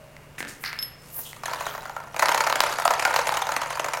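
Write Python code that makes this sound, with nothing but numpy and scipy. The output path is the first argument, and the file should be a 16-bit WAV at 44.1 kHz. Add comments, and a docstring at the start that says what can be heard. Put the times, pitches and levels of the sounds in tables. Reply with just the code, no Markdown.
"""A quiet room with a wooden floor: a puppy paws at a spring door stop on the skirting board.
Its paws skid and scrape and its collar tag clinks; it brushes the spring, then lets it fly.
At each swing the coils slap shut: a short falling chirp knocks the board and the coils chatter."""
import sys
import numpy as np
from scipy import signal
from scipy.fft import rfft, irfft
from scipy.io import wavfile
from scipy.ndimage import uniform_filter1d

SR = 44100
rng = np.random.default_rng(int(sys.argv[2]) if len(sys.argv) > 2 else 0)


def waveform_to_disk(signal):
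    """Save audio, clipped to [-1, 1], as 16-bit WAV at the path in sys.argv[1]."""
    frames = np.transpose(np.atleast_2d(signal))
    scaled = np.clip(frames, -1, 1) * 32767
    samples = np.round(scaled).astype(np.int16)
    wavfile.write(sys.argv[1], SR, samples)


N = 176400
T = np.arange(N) / SR
CHIRP_S = 0.001266  # delay along the wire near 1 kHz
CONTACT_S, GRIT_RISE_S, REBOUND_DB = 0.0008, 0.0007, -13
# loose coil buzz between slaps: t/s, level/dB
BUZZ_ENVELOPE = [(1.42, -60), (1.46, -39.5), (1.57, -41), (1.69, -39.5), (1.8, -47), (2.0, -55),
                 (2.12, -54.5), (2.22, -34.5), (2.55, -40), (2.7, -34), (2.83, -40.5), (3.2, -37),
                 (3.45, -40.5), (4, -42)]


def amp(db):
    """Decibels to gain."""
    return 10 ** (np.asarray(db) / 20)


def unit(x):
    """Scale to rms 1."""
    return x / np.sqrt(np.mean(x ** 2) + 1e-20)


def ring(x, response):
    """Play a signal through a response."""
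    return signal.fftconvolve(x, response)[:N]


def body(colour, chirp_s=0, size=4096):
    """Causal response of an (f/Hz, level/dB) colour, peak 1; chirp_s makes the lows arrive later."""
    f = np.arange(size // 2 + 1) * SR / size + 1
    hz, db = np.array(colour).T
    cepstrum = irfft(np.log(amp(np.interp(np.log(f), np.log(hz), db))))
    cepstrum[1:size // 2] *= 2  # fold to minimum phase
    cepstrum[size // 2 + 1:] = 0
    lag_s = chirp_s * np.sqrt(1000 / (f + 100))
    response = irfft(np.exp(rfft(cepstrum) - 2j * np.pi * np.cumsum(lag_s) * SR / size))[:size // 2]
    return response / np.abs(response).max()


def tint(x, colour, chirp_s=0):
    """Colour a noise at constant power."""
    response = body(colour, chirp_s)
    return ring(x, response / np.linalg.norm(response))


def modes(rows, t=T[:SR]):
    """Fading sines from (f/Hz, level/dB, t60/s) rows."""
    return sum(amp(db) * np.sin(2 * np.pi * hz * t) * 1000 ** (-t / t60_s) for hz, db, t60_s in rows)


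def pings(rows, t60_s):
    """Short fading tones from (t/s, level/dB, f/Hz) rows."""
    x, t = np.zeros(N + SR), T[:int(t60_s * SR) + 1]
    for s, db, hz in rows:
        start = int(s * SR)
        x[start:start + len(t)] += modes([(hz, db, t60_s)], t) * (1 - np.exp(-t * hz))
    return x[:N]


def blows(rows, delay_s=0):
    """An impulse for each (t/s, level/dB, ...) row."""
    x = np.zeros(N)
    for s, db, *_ in rows:
        x[int((s + delay_s) * SR)] += amp(db)
    return x


def swells(rows, rise_s, fall_s):
    """Envelope that rises to each (t/s, level/dB, ...) row and dies away."""
    envelope = np.zeros(N)
    for s, db, *_ in rows:
        a, b = np.searchsorted(T, [s - 4 * rise_s, s + 10 * fall_s])
        t = T[a:b] - s
        envelope[a:b] += amp(db) * np.exp(np.where(t < 0, -(t / rise_s) ** 2, -t / fall_s))
    return envelope


def ticks(per_s=3000):
    """Random tiny contacts, rms 1."""
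    return unit(rng.standard_normal(N) * (rng.random(N) < per_s / SR))


def clumps(depth_db, length_s):
    """A gain that jumps about at random."""
    return amp(depth_db * unit(uniform_filter1d(rng.standard_normal(N), int(length_s * SR) + 1)))


def background():
    """Soft room air, an appliance's hum and a faint ring dying away at the start."""
    air_colour = [(15, -11), (25, -2), (92, -5.5), (149, -5.5), (301, -10.5), (607, -8.5), (714, -13),
                  (2760, -20), (3250, -27), (14800, -32.5), (16000, -34)]  # f/Hz, level/dB
    hum_tones = [(120, -60), (146.5, -56), (2826, -68.5)]  # f/Hz, rms level/dB
    faint_ring = [(568, -49.5, 1.2), (627, -49, 0.95)]  # f/Hz, level/dB, t60/s
    hum = sum(amp(db) * np.sqrt(2) * np.sin(2 * np.pi * (hz * T + rng.random())) for hz, db in hum_tones)
    air = amp(-50.5) * tint(rng.standard_normal(N), air_colour)
    return air + hum + np.pad(modes(faint_ring), (0, N - SR))


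def room(x, delay_s=0.009):
    """Diffuse echo, shortest in the top treble."""
    bands = [(250, 0.63, 1.5), (900, 0.48, 0.5), (2170, 0.63, 0.5), (5850, 0.54, -8), (11900, 0.053, -3)]  # f/Hz, t60/s, level/dB
    f, t = np.arange(SR // 2 + 1) + 1., T[:SR]
    centres_hz = [hz for hz, _, _ in bands]
    spectrum, tail = rfft(rng.standard_normal(SR)), 0
    for share, (_, t60_s, db) in zip(np.eye(len(bands)), bands):
        band = irfft(spectrum * np.interp(np.log(f), np.log(centres_hz), share))
        fade = 1000 ** (-t / t60_s) * (t > delay_s)
        tail += amp(db) * band * fade / np.linalg.norm(fade)
    return amp(-5.5) * ring(x, tail)


def tag(top_rise_s=0.0035):
    """The metal tag ticks against the collar and rings in close, beating pairs."""
    clinks = [(0.7893, -25.5, -3), (.817, -45, 22), (0.8268, -26, 8.5), (0.876, -54.5, 25)]  # t/s, level/dB, top modes' offset/dB
    tag_modes = [(3600, -17, 0.06), (5230, -4, 0.12), (5240, -3, 0.1), (5233, -22.5, 0.4),
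                 (11340, -12, 0.14), (11350, -12, 0.11)]  # f/Hz, level/dB, t60/s
    tick_colour = [(500, -14), (1800, -15), (3000, 1.5), (5500, -5), (7000, -6), (16000, -20)]  # f/Hz, level/dB
    hits = blows(clinks)
    top_hits = blows([(s, db + top_db) for s, db, top_db in clinks])
    top = modes(tag_modes[-2:]) * (1 - np.exp(-T[:SR] / top_rise_s))
    return ring(hits, modes(tag_modes[:-2])) + ring(top_hits, top) + amp(9) * ring(hits, body(tick_colour))


def rubbing():
    """Paws and collar catch and slip: bands of grainy noise."""
    rubs = [(0.385, 0.0037, 0.0097, -32.5, 1830, 900), (0.389, 0.0039, 0.023, -39, 7740, 6040),
            (.46, 0.048, 0.046, -44, 218, 159), (0.485, 0.008, 0.048, -41, 6450, 6070),
            (.635, 0.031, 0.071, -43, 12000, 7400), (.66, 0.025, 0.1, -35, 1760, 1050),
            (0.661, .012, 0.028, -32, 4540, 1450), (.825, 0.02, 0.031, -44, 11940, 2500),
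            (1.08, 0.069, 0.46, -52.5, 7100, 9000), (1.196, 0.058, 0.029, -33, 12900, 3940),
            (1.195, 0.033, 0.018, -44.5, 730, 1050), (1.259, 0.005, 0.033, -40, 3220, 700),
            (1.27, 0.11, 0.06, -43.5, 7900, 10500), (1.54, 0.057, 0.07, -43, 1100, 1200),
            (1.595, 0.0085, 0.0092, -42, 3130, 400), (1.685, 0.012, 0.015, -38.5, 3200, 300),
            (1.75, 0.19, 0.081, -49.5, 14700, 4000)]  # t/s, rise/s, fall/s, level/dB, centre/Hz, width/Hz
    f = np.arange(N // 2 + 1) * SR / N + 1
    grip, out = clumps(depth_db=2, length_s=0.005), 0
    for s, rise_s, fall_s, db, hz, width_hz in rubs:
        band = (1 + ((f / hz - hz / f) * hz / width_hz / 2) ** 2) ** -2
        friction = unit(irfft(rfft(ticks(per_s=9000) * grip) * band, N))
        out += swells([(s, db)], rise_s, fall_s) * friction
    return out


def claws():
    """Claws tap the floorboards."""
    taps = [(.166, -32), (.6385, -18), (.641, -24), (.662, -24), (.7295, -19.5), (1.3305, -26)]  # t/s, level/dB
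    tap_colour = [(200, -35), (1000, -0.5), (1600, -9.5), (2050, 6.5), (2900, -15), (4600, -11),
                  (7000, -18), (16000, -32)]  # f/Hz, level/dB
    return ring(blows(taps), body(tap_colour, chirp_s=0.001155))


def skid(start_s=0.3822, period_s=0.0226, squeak_hz=1875, sag_hz_per_s=6200):
    """A paw judders: the pad drags after each catch, and the squeak falls as it slows."""
    catch_levels = [-25, -16.5, -19, -24, -28, -32]  # level/dB
    skid_colour = [(80, -12), (200, -6), (420, -3.5), (1100, -6), (1700, 6), (2300, -3), (5000, -15),
                   (10000, -21), (16000, -30)]  # f/Hz, level/dB
    catches = [(start_s + k * period_s, db) for k, db in enumerate(catch_levels)]
    drag = amp(-24.5) * swells(catches, GRIT_RISE_S, fall_s=0.0051) * ticks()
    judder = ring(blows(catches) + drag, body(skid_colour, chirp_s=0.000696))
    squeaks = [(s, db - 12, squeak_hz - sag_hz_per_s * (s - start_s)) for s, db in catches]
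    return judder + pings(squeaks, t60_s=0.013)


def coil_buzz():
    """Loose coils buzz in small uneven clumps."""
    buzz_colour = [(200, -4), (550, 12), (1000, 14.5), (2400, 6), (3500, 1), (6800, -3), (8000, -3),
                   (11000, -4), (16000, -19)]  # f/Hz, level/dB
    envelope = amp(np.interp(T, *np.array(BUZZ_ENVELOPE).T))
    crackle = unit(ticks() * clumps(depth_db=4, length_s=0.002))
    return tint(envelope * crackle, buzz_colour, CHIRP_S)


def coil_pings(contacts, spread_s=0.0043, strays_per_band_per_s=110):
    """Single coils ping at their own pitches: two per band at each slap, strays during the buzz."""
    bands = [(1095, 2130, 3), (2140, 5080, 1), (5250, 7360, -1.5), (8830, 14000, -8.5)]  # low/Hz, high/Hz, level/dB
    buzz_s, buzz_db = np.array(BUZZ_ENVELOPE).T
    rows = []
    for low_hz, high_hz, band_db in bands:
        span_hz = high_hz - low_hz
        for s, db in contacts:
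            for late, pitch in rng.random((2, 2)):
                rows.append((s + spread_s * (2 * late - .5), db + band_db - 2.5, low_hz + span_hz * pitch))
        for when, pitch, size, chance in rng.random((N // 100, 4)):
            s = when * T[-1]
            if s > buzz_s[0] and chance < strays_per_band_per_s * 100 / SR:
                db = np.interp(s, buzz_s, buzz_db) + band_db + 0.5 + 10 * size
                rows.append((s, db, low_hz + span_hz * pitch))
    return pings(rows, t60_s=0.011)


def coil_chatter(contacts, fall_s=0.003):
    """The coils snap together, chatter and grate sideways, now more, now less."""
    chatter_colour = [(400, 5.5), (1200, 9), (2400, 11), (3400, 1.5), (7000, 1), (8000, -1.5), (10000, -8),
                      (13000, -14), (16000, -14)]  # f/Hz, level/dB
    grates = [(2.7991, -32.5), (2.8502, -25.5), (2.8515, -34), (3.2825, -27.5), (3.318, -31)]  # t/s, level/dB
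    grate_colour = [(2500, -38), (10000, 17), (16000, -20)]  # f/Hz, level/dB
    snap = amp(-22) * ring(blows(contacts), body(chatter_colour, CHIRP_S))
    envelope = amp(-1) * swells(contacts, rise_s=0.002, fall_s=fall_s)
    grating = amp(-16.5) * envelope * clumps(depth_db=4, length_s=0.027)
    grating += swells(grates, GRIT_RISE_S, fall_s)
    chatter = tint(envelope * ticks(), chatter_colour, CHIRP_S)
    return snap + chatter + tint(grating * ticks(), grate_colour, CHIRP_S)


def twang(slaps):
    """Slaps and a few other blows each set one bending mode of the spring ringing."""
    bends = [(1.965, -25, 1390), (2.223, -12, 1080), (2.8545, -11.5, 684), (2.8535, -11, 1285),
             (3.052, -9, 1430), (3.053, -16, 760), (3.188, -15.5, 546)]  # t/s, level/dB, f/Hz
    return pings([(s + CHIRP_S, db - 4, hz) for s, db, _, hz in slaps] + bends, t60_s=0.045)


def knocks(slaps):
    """Each slap sends a falling chirp down the wire, with a rebound and a short rattle."""
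    knock_colour = [(100, -32), (220, -42), (320, -21.5), (420, -13.5), (540, 0.5), (900, 3), (1400, 0.5),
                    (2300, -11.5), (2900, -23), (6500, -19), (8000, -28.5), (16000, -26)]  # f/Hz, level/dB
    hits = blows(slaps) + amp(REBOUND_DB) * blows(slaps, delay_s=0.00322)
    rattle = amp(-24.5) * swells(slaps, GRIT_RISE_S, fall_s=0.0063) * ticks()
    return ring(hits + rattle, body(knock_colour, CHIRP_S))


def cracks(split_hz=2340):
    """All coils shut at once: a hard knock and rebound below the split, a gritty crunch above."""
    hits = [(1.5344, -21, -2), (1.6658, -21, -8), (2.2842, -6.5, -5), (2.405, -13, -14), (2.5253, -4, -8),
            (2.6041, -1, -1.5), (2.8774, -3.5, -7.5), (3.0518, -5, -12.5), (3.1612, -3.5, -7),
            (3.291, -5, -12.5)]  # t/s, level/dB, treble offset/dB
    crack_colour = [(100, -17), (400, -9.5), (900, 6), (2700, -4), (5000, -1.5), (7500, -15), (16000, -17)]  # f/Hz, level/dB
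    response = body(crack_colour, chirp_s=0.001991)
    f = np.fft.rfftfreq(len(response), 1 / SR)
    dull = irfft(rfft(response) / (1 + (f / split_hz) ** 4))
    low = blows(hits) + amp(REBOUND_DB) * blows(hits, delay_s=0.00176)
    edges = [(s, db + treble_db) for s, db, treble_db in hits]
    crunch = swells([(s + CONTACT_S, db - 20) for s, db in edges], GRIT_RISE_S, fall_s=0.0025) * ticks()
    return ring(low, dull) + ring(blows(edges) + crunch, response - dull)


def spring(treble_follow=0.52, low_cut_hz=336):
    """The swinging spring slaps shut; its knocks and cracks ring the skirting board."""
    # slaps: t/s, level/dB, brightness/dB, twang f/Hz
    nudges = [(1.363, -30, -11, 1170), (1.434, -17.5, -22, 1094), (1.457, -30, 17.5, 1250),
              (1.48, -16, -32, 940), (1.494, -24, -21, 1060), (1.513, -18.5, -37, 860),
              (1.533, -14.5, -23.5, 990), (1.607, -13.5, -26, 976), (1.665, -16, -14.5, 1397),
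              (1.749, -18.5, -54, 1085), (1.778, -19, -48, 890), (1.854, -20, -33, 1400),
              (1.895, -18, -45, 805), (1.964, -18.5, -29, 1270), (2.001, -22.5, -44, 1380),
              (2.037, -25, -51, 1080), (2.071, -30, -43, 844)]  # the paw leans on the spring and slips off
    swings = [(2.143, -21.5, -29, 1210), (2.163, -17, -17, 820), (2.193, -12, -3, 770),
              (2.223, -5, -19.5, 875), (2.229, -8.5, -31, 870), (2.256, -13, -2.5, 790),
              (2.29, -6, -22, 921), (2.317, -10.5, -5, 810), (2.345, -10, -9, 830), (2.377, -9, -15, 880),
              (2.405, -5.5, -16, 855), (2.412, -18, -19, 890), (2.438, -12, -12, 925),
              (2.466, -8, -19, 1010), (2.472, -12, -19, 840), (2.498, -9, -13, 930),
              (2.556, -12.5, -7, 610), (2.636, -10.5, -17, 880), (2.665, -13.5, -11.5, 920),
              (2.694, -13.5, -55, 990), (2.725, -17, -12, 1140), (2.785, -15, -18, 1030),
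              (2.798, -11, -31, 1250), (2.82, -15, -21, 880), (2.8535, -6, -21, 683),
              (2.9055, -7.5, -23, 990), (2.91, -7.5, -41, 914), (2.937, -14, -9, 1130),
              (2.995, -16, -1, 820), (3.024, -15, -7, 920), (3.0505, -12.5, -1.5, 880),
              (3.0545, -15.5, -24, 1010), (3.075, -11.5, -27, 903), (3.107, -12, -38, 800),
              (3.14, -7, -26, 855), (3.165, -12.5, -13, 890), (3.185, -17, -24, 930), (3.19, -7, -21, 910),
              (3.213, -15, -34, 820), (3.27, -9.5, -17, 870), (3.321, -10.5, -29, 815),
              (3.341, -15, -5, 1060), (3.353, -19.5, -24, 860), (3.37, -9.5, -13.5, 1065),
              (3.392, -20, -16, 820), (3.419, -13, -7, 776), (3.468, -15.5, -19, 640),
              (3.49, -10.5, -40, 850), (3.519, -15.5, -7, 955), (3.539, -19, -22, 905),
              (3.564, -13, -8.5, 1140), (3.616, -14.5, -14, 985), (3.633, -20, -13, 830),
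              (3.659, -22, -17, 1140), (3.704, -15, -15, 1070), (3.726, -21.5, -11, 1170),
              (3.754, -18.5, -13, 900), (3.772, -16.5, -49, 965), (3.796, -15, -4.5, 614),
              (3.844, -15.5, -10.5, 1050), (3.861, -19, -17, 1080), (3.884, -13.5, -22, 900),
              (3.935, -15.5, -2.5, 1310), (3.948, -18, -33, 940), (3.971, -16, -16, 880)]  # the spring flies free
    board_modes = [(526.3, -33, 0.16), (851.6, -37.5, 0.28), (927, -35, 0.34), (1016, -35.5, 0.13),
                   (1087, -25, 0.032), (1412, -29, 0.11), (3067, -22, 0.065)]  # spring and board: f/Hz, level/dB, t60/s
    slaps = [(s + CONTACT_S, db + gain_db, bright_db, hz)
             for rows, gain_db in ((nudges, -4), (swings, -3.5)) for s, db, bright_db, hz in rows]
    contacts = [(s, db + treble_follow * bright_db) for s, db, bright_db, _ in slaps]
    crack, knock = cracks(), knocks(slaps)
    board = amp(-20) * ring(knock + crack, modes(board_modes))
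    coils = coil_chatter(contacts) + coil_pings(contacts)
    low_cut = signal.butter(3, low_cut_hz, "high", fs=SR, output="sos")  # the knocks, board, twang and coils carry little deep bass
    return crack + coil_buzz() + signal.sosfilt(low_cut, knock + board + twang(slaps) + coils)


def scene():
    """Spring, paws and tag in the room, mono."""
    near = spring() + skid() + claws() + rubbing() + tag()
    return (near + room(near) + background())[None]


def record(dry, top_hz=16100):
    """Round the loudest peaks and cut the top."""
    return signal.sosfilt(signal.ellip(10, .2, 80, top_hz, fs=SR, output="sos"), np.tanh(dry))


dry = scene()
out = record(dry)
waveform_to_disk(out)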